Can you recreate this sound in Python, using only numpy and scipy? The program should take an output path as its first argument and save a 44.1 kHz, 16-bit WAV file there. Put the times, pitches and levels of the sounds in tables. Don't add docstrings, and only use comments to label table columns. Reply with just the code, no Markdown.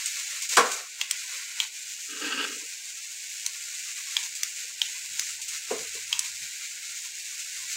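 import sys
import numpy as np
from scipy import signal
from scipy.fft import rfft, irfft, next_fast_len
from scipy.io import wavfile
from scipy.ndimage import uniform_filter1d, map_coordinates

SR = 44100
rng = np.random.default_rng(int(sys.argv[2]) if len(sys.argv) > 2 else 0)


def bounce(signal):
    frames = np.transpose(np.atleast_2d(signal))
    limited = np.clip(frames, -1, 1)
    pcm = np.round(limited * 32767).astype(np.int16)
    wavfile.write(sys.argv[1], SR, pcm)


N = 342298

# (frequency [Hz], relative density [dB per Hz])
GEAR_SPECTRUM = [(1500, -46), (2300, -7), (2750, -5), (3200, -10.5), (4000, -7.5), (5400, -6), (6900, 0),
                 (7600, -2), (8600, -8.5), (10200, -17), (12000, -20.5), (13000, -19), (14200, -20),
                 (15600, -19)]


def amp(db):
    return 10 ** (np.asarray(db) / 20)


def unit(x):
    return x / np.sqrt(np.mean(x ** 2) + 1e-20)


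def along(points, hz):
    f, v = np.transpose(points)
    return np.interp(np.log(hz + 1), np.log(f + 1), v)


def curves(rows):
    s, *cols = np.transpose(rows)
    return [np.interp(np.arange(N) / SR, s, c) for c in cols]


def wobble(rate):
    return map_coordinates(rng.standard_normal(1024), [np.arange(N) * rate / SR], mode="wrap")


def held(rows, rise_s, fall_s):
    t = np.arange(N) / SR
    total = np.zeros(N)
    for s, length, height in rows:
        rise = 1 - np.exp(-np.clip(t - s, 0, length) / rise_s)
        fall = np.exp(-np.maximum(t - s - length, 0) / fall_s)
        total += height * rise * fall
    return total


def filtered(x, response):
    m = next_fast_len(len(x) + 8192)
    return irfft(rfft(x, m) * response(np.fft.rfftfreq(m, 1 / SR)), m)[:len(x)]


def coloured(x, spectrum):
    return unit(filtered(x, lambda hz: amp(along(spectrum, hz))))


def resonant(x, modes):
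    def response(f):
        return sum(amp(db) * (1j * f * w / (c * c - f * f + 1j * f * w)) ** 2 for c, w, db in modes)
    return unit(filtered(x, response))


def grit(rate, spread_db):
    contacts = rng.random(N) < rate / SR
    sizes = rng.standard_normal(N) * amp(spread_db * rng.standard_normal(N))
    return unit(contacts * sizes)


def burst(t, attack, t60):
    return (1 - np.exp(-t / attack)) * np.exp(-np.log(1000) * t / t60)


def add(track, s, sound):
    part = track[round(s * SR):][:len(sound)]
    part += sound[:len(part)]


def in_room(x, wet_db):
    # (frequency [Hz], t60 [s])
    decay_times = [(150, 0.45), (500, 1), (1200, 0.56), (4000, 0.24), (14000, 0.095)]
    hz, t, z = signal.stft(rng.standard_normal(SR // 2), SR, nperseg=256)
    decay = np.exp(-np.log(1000) * t / along(decay_times, hz)[:, None])
    tail = signal.istft(z * decay, SR, nperseg=256)[1]
    tail = np.pad(tail / np.linalg.norm(tail), (SR // 200, 0))
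    return x + amp(wet_db) * signal.fftconvolve(x, tail)[:len(x)]


def passing_walls(x, echo_db, drift_s, count=6):
    n = np.arange(N)
    out = x.copy()
    for delay in rng.uniform(.001, .012, count):
        lag = (delay + drift_s * wobble(1.1)) * SR
        out += amp(echo_db) * np.interp(n - lag, n, x)
    return out * np.std(x) / np.std(out)


def motorcycle():
    # (time [s], gear hiss [dB], tyres and chassis [dB])
    cruise = [(0, -35, -39.5), (.77, -36, -41), (1.52, -39.5, -43.5), (2.05, -38.5, -49), (2.45, -38, -45),
              (2.74, -39, -47.5), (3.27, -38.5, -48), (3.71, -37, -44), (4.91, -37, -45), (6.77, -38, -44),
              (7.21, -38, -46.5), (7.76, -36, -43)]
    # (time [s], length [s], rise approached [dB])
    spurts = [(.29, .07, 2), (.5, 0.037, 8), (1.13, 0.34, 0.5), (1.55, 0.099, 3), (4.1, .13, 2),
              (4.56, 0.052, 2.5), (5.13, .18, 2.5), (5.51, 0.038, 5), (5.69, .1, 1.8), (5.91, 0.046, 2.5),
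              (6.19, 0.11, 1.5), (7.56, .2, 1.05)]
    # (time [s], length [s], drop approached [dB])
    coasts = [(.455, .03, 5), (.8, .18, 6), (1.02, .07, 5), (1.68, 0.04, 4.5), (4.27, .14, 2),
              (4.64, .17, 2.5), (5.33, .15, 3), (6.01, .06, 2), (7.09, 0.045, 1.5)]
    # (frequency [Hz], relative density [dB per Hz])
    tyre_spectrum = [(100, -37.5), (380, -23.5), (510, -13.5), (660, -21), (900, -18), (1080, -11.5),
                     (1230, -15), (1450, -7), (1850, -4), (2200, 1), (2700, -7.5), (3150, -9), (4000, -5),
                     (16000, -27.5)]
    spin_up_s, spin_down_s = .018, .013
    tyre_follows = 1.1

    gear_db, tyre_db = curves(cruise)
    throttle_db = held(spurts, spin_up_s, spin_down_s) - held(coasts, spin_down_s, spin_up_s)
    flutter = wobble(35)
    gear_gain = amp(gear_db + throttle_db + 0.88 * flutter)
    gears = gear_gain * coloured(grit(rate=9700, spread_db=0.5), GEAR_SPECTRUM)
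    tyre_gain = amp(tyre_db + tyre_follows * throttle_db + 1.0 * flutter)
    tyres = tyre_gain * coloured(grit(rate=6000, spread_db=0.5), tyre_spectrum)
    return passing_walls(gears + tyres, echo_db=-16, drift_s=0.0004)


def room_air():
    # (frequency [Hz], relative density [dB per Hz])
    air_spectrum = [(25, -12), (70, -2.5), (150, -3.5), (450, 0.5), (900, 2), (2000, -3.5), (16000, -33)]
    return amp(-54.5) * coloured(rng.standard_normal(N), air_spectrum)


def jolts():
    # (time [s], level [dB])
    jolt_rows = [(.058, -27.5), (.190, -33.5), (.420, -29), (0.4903, -28), (.535, -32), (0.715, -27.5),
                 (4.229, -34), (4.351, -33), (5.415, -31), (5.481, -33)]
    shake, t = np.zeros(N), np.arange(SR // 3) / SR
    for s, db in jolt_rows:
        add(shake, s, amp(db) * burst(t, attack=.0007, t60=0.25))
    shaken = shake * coloured(grit(rate=15000, spread_db=2), GEAR_SPECTRUM)
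    chink = amp(-14.0) * np.sin(2 * np.pi * 8300 * t) * burst(t, attack=0.00055, t60=0.015)
    add(shaken, .0585, in_room(chink, wet_db=-9))
    return shaken


def collisions():
    # (time [s], thud level [dB], clatter level [dB], dulling frequency [Hz], boom t60 [s])
    blows = [(.570, -12, -12.5, 2425, 0.3), (5.706, -26, -32.5, 483, 0.31), (5.946, -47, -62, 220, 0.2)]
    # (centre [Hz], width [Hz], relative level [dB])
    thud_modes = [(172, 31, -11), (255, 57, -8), (457, 70, 7), (503, 65, 3.5), (659, 230, 0),
                  (1033, 26, 3.5), (1090, 110, 6.5), (1270, 340, -3.5), (1596, 150, -0.5),
                  (1910, 190, -9.5), (2370, 65, -10)]
    # (frequency [Hz], relative density [dB per Hz])
    clatter_spectrum = [(100, -50), (400, -15), (1500, 1.5), (4000, -6.5), (7500, -4), (10500, -18.5),
                        (16000, -26)]
    out, t = np.zeros(N), np.arange(SR // 2) / SR

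    def struck(weight):
        return unit(filtered(resonant(rng.standard_normal(len(t)), thud_modes), weight))

    for s, thud_db, clatter_db, dull_hz, t60 in blows:
        upper = struck(lambda hz: hz / (1 + (hz / dull_hz) ** 3))
        knock = amp(6) * upper * burst(t, 0.0052, 0.094)
        lower = struck(lambda hz: 1 / np.sqrt(1 + (hz / (0.79 * dull_hz)) ** 4))
        boom = amp(-1.0) * lower * burst(t, 0.004, t60)
        add(out, s, amp(thud_db) * (knock + boom))
        clatter = coloured(rng.standard_normal(len(t)), clatter_spectrum)
        clatter = amp(clatter_db) * clatter * burst(t, .0015, 0.13)
        add(out, s - .0025, in_room(clatter, wet_db=-5.5))
    return out


def buttons(clicks, shell, snap_db, snap_t60, knock_db, knock_s, wet_db):
    out, t = np.zeros(N), np.arange(SR // 2) / SR
    for s, db, hz in clicks:
        snap = amp(snap_db) * np.sin(2 * np.pi * hz * t) * burst(t, 0.00044, snap_t60)
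        contact = (1 - np.exp(-t / 0.00035)) / (1 + (t / knock_s) ** 4)
        knock = coloured(rng.standard_normal(len(t)) * contact, shell) * np.std(contact)
        add(out, s, amp(db) * (snap + in_room(amp(knock_db) * knock, wet_db)))
    return out


def button_presses():
    # (time [s], level [dB], pitch of the snap [Hz])
    press_rows = [(1.0124, -13.5, 3290), (1.6013, -13, 3300), (4.1664, -13, 3300), (4.8166, -12.5, 3200),
                  (6.1270, -13, 3150)]
    # (frequency [Hz], relative density [dB per Hz])
    press_shell = [(100, -60), (620, -51), (900, -13), (1500, -20), (2400, -0.5), (3400, 2.5), (4000, -4.5),
                   (4900, -6.5), (6000, -6.5), (8000, -10.5), (10500, -33), (14000, -20.5), (16000, -24.5)]
    return buttons(press_rows, press_shell, snap_db=-1, snap_t60=.025, knock_db=-4, knock_s=.0035, wet_db=-7.5)


def button_releases():
    # (time [s], level [dB], pitch of the snap [Hz])
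    release_rows = [(1.1104, -13, 8100), (3.463, -14, 6080), (4.4326, -14, 6120), (5.1944, -12.5, 6120),
                    (6.1923, -12.5, 7850)]
    # (frequency [Hz], relative density [dB per Hz])
    release_shell = [(100, -60), (600, -31), (900, -26), (2000, -8.5), (3300, -4), (5000, -3.5), (6300, 4),
                     (7600, -4), (9500, -4), (11500, -21), (14500, -10.5), (16000, -17)]
    return buttons(release_rows, release_shell, snap_db=1, snap_t60=.014, knock_db=-3, knock_s=.0028, wet_db=-10)


def camera_drag():
    # (time [s], length [s], body level [dB], grit level [dB])
    pushes = [(2.085, 0.45, -52.5, -42.5), (2.208, 0.24, -44.5, -34.5)]
    # (centre [Hz], width [Hz], relative level [dB])
    case_low = [(291, 68, 10), (418, 104, 7)]
    case_high = [(956, 200, -12.5), (1320, 176, -2), (1570, 180, 0), (1866, 90, -4), (2657, 280, -2.5),
                 (2842, 230, 2), (3260, 400, -5.5), (4620, 900, -12)]
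    rise_s, body_fall_s, grit_fall_s = 0.0091, 0.086, 0.029
    drone = held([(s, length, amp(db)) for s, length, db, _ in pushes], rise_s, body_fall_s)
    scrape = held([(s, length, amp(db)) for s, length, _, db in pushes], rise_s, grit_fall_s)
    catches = grit(rate=2500, spread_db=1.0) * amp(1.4 * wobble(70))
    body = drone * resonant(grit(rate=3300, spread_db=3.0), case_low)
    return body + scrape * resonant(catches, case_high)


def low_hum():
    # (time [s], length [s], level approached [dB])
    hum_rows = [(4.62, 0.5, -64), (5.067, 0.42, -55.5), (5.68, 0.76, -53.5), (7.564, 0.082, -55)]
    level = held([(s, length, amp(db)) for s, length, db in hum_rows], rise_s=.025, fall_s=0.077)
    phase = 2 * np.pi * 82 * np.arange(N) / SR + 0.53 * wobble(14)
    # (frequency [Hz], relative density [dB per Hz])
    rumble_spectrum = [(40, -43), (80, -3.5), (150, -7.5), (300, -36.0), (1000, -68)]
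    rumble = coloured(rng.standard_normal(N), rumble_spectrum)
    return level * (np.sin(phase) + 0.63 * rumble)


def scene():
    toy = motorcycle() + jolts() + collisions()
    clicks = button_presses() + button_releases()
    mono = toy + clicks + camera_drag() + room_air() + low_hum()
    return np.array([mono, mono])


def suppressed(x, depth_db, knee_db):
    # (frequency [Hz], density [dB per Hz])
    threshold = [(100, -55.5), (200, -84.5), (500, -82), (1000, -82.5), (1500, -84.5), (2300, -88.5),
                 (5000, -100), (12000, -115)]
    hz, _, z = signal.stft(x, SR, nperseg=1024, noverlap=768, scaling="psd")
    power = uniform_filter1d(uniform_filter1d(2 * np.abs(z) ** 2, size=3, axis=0), size=7, axis=1)
    over_db = 10 * np.log10(np.abs(power) + 1e-20) - along(threshold, hz)[:, None]
    gain = amp(depth_db * (1 - np.tanh(over_db / knee_db)) / 2)
    return signal.istft(z * gain, SR, nperseg=1024, noverlap=768, scaling="psd")[1][:N]


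def record(dry):
    def band(hz):
        return hz ** 2 / (hz ** 2 + 25 ** 2) * (hz < 15780)
    return np.array([filtered(suppressed(side, depth_db=-15.5, knee_db=0.5), band) for side in dry])


dry = scene()
out = record(dry)
bounce(out)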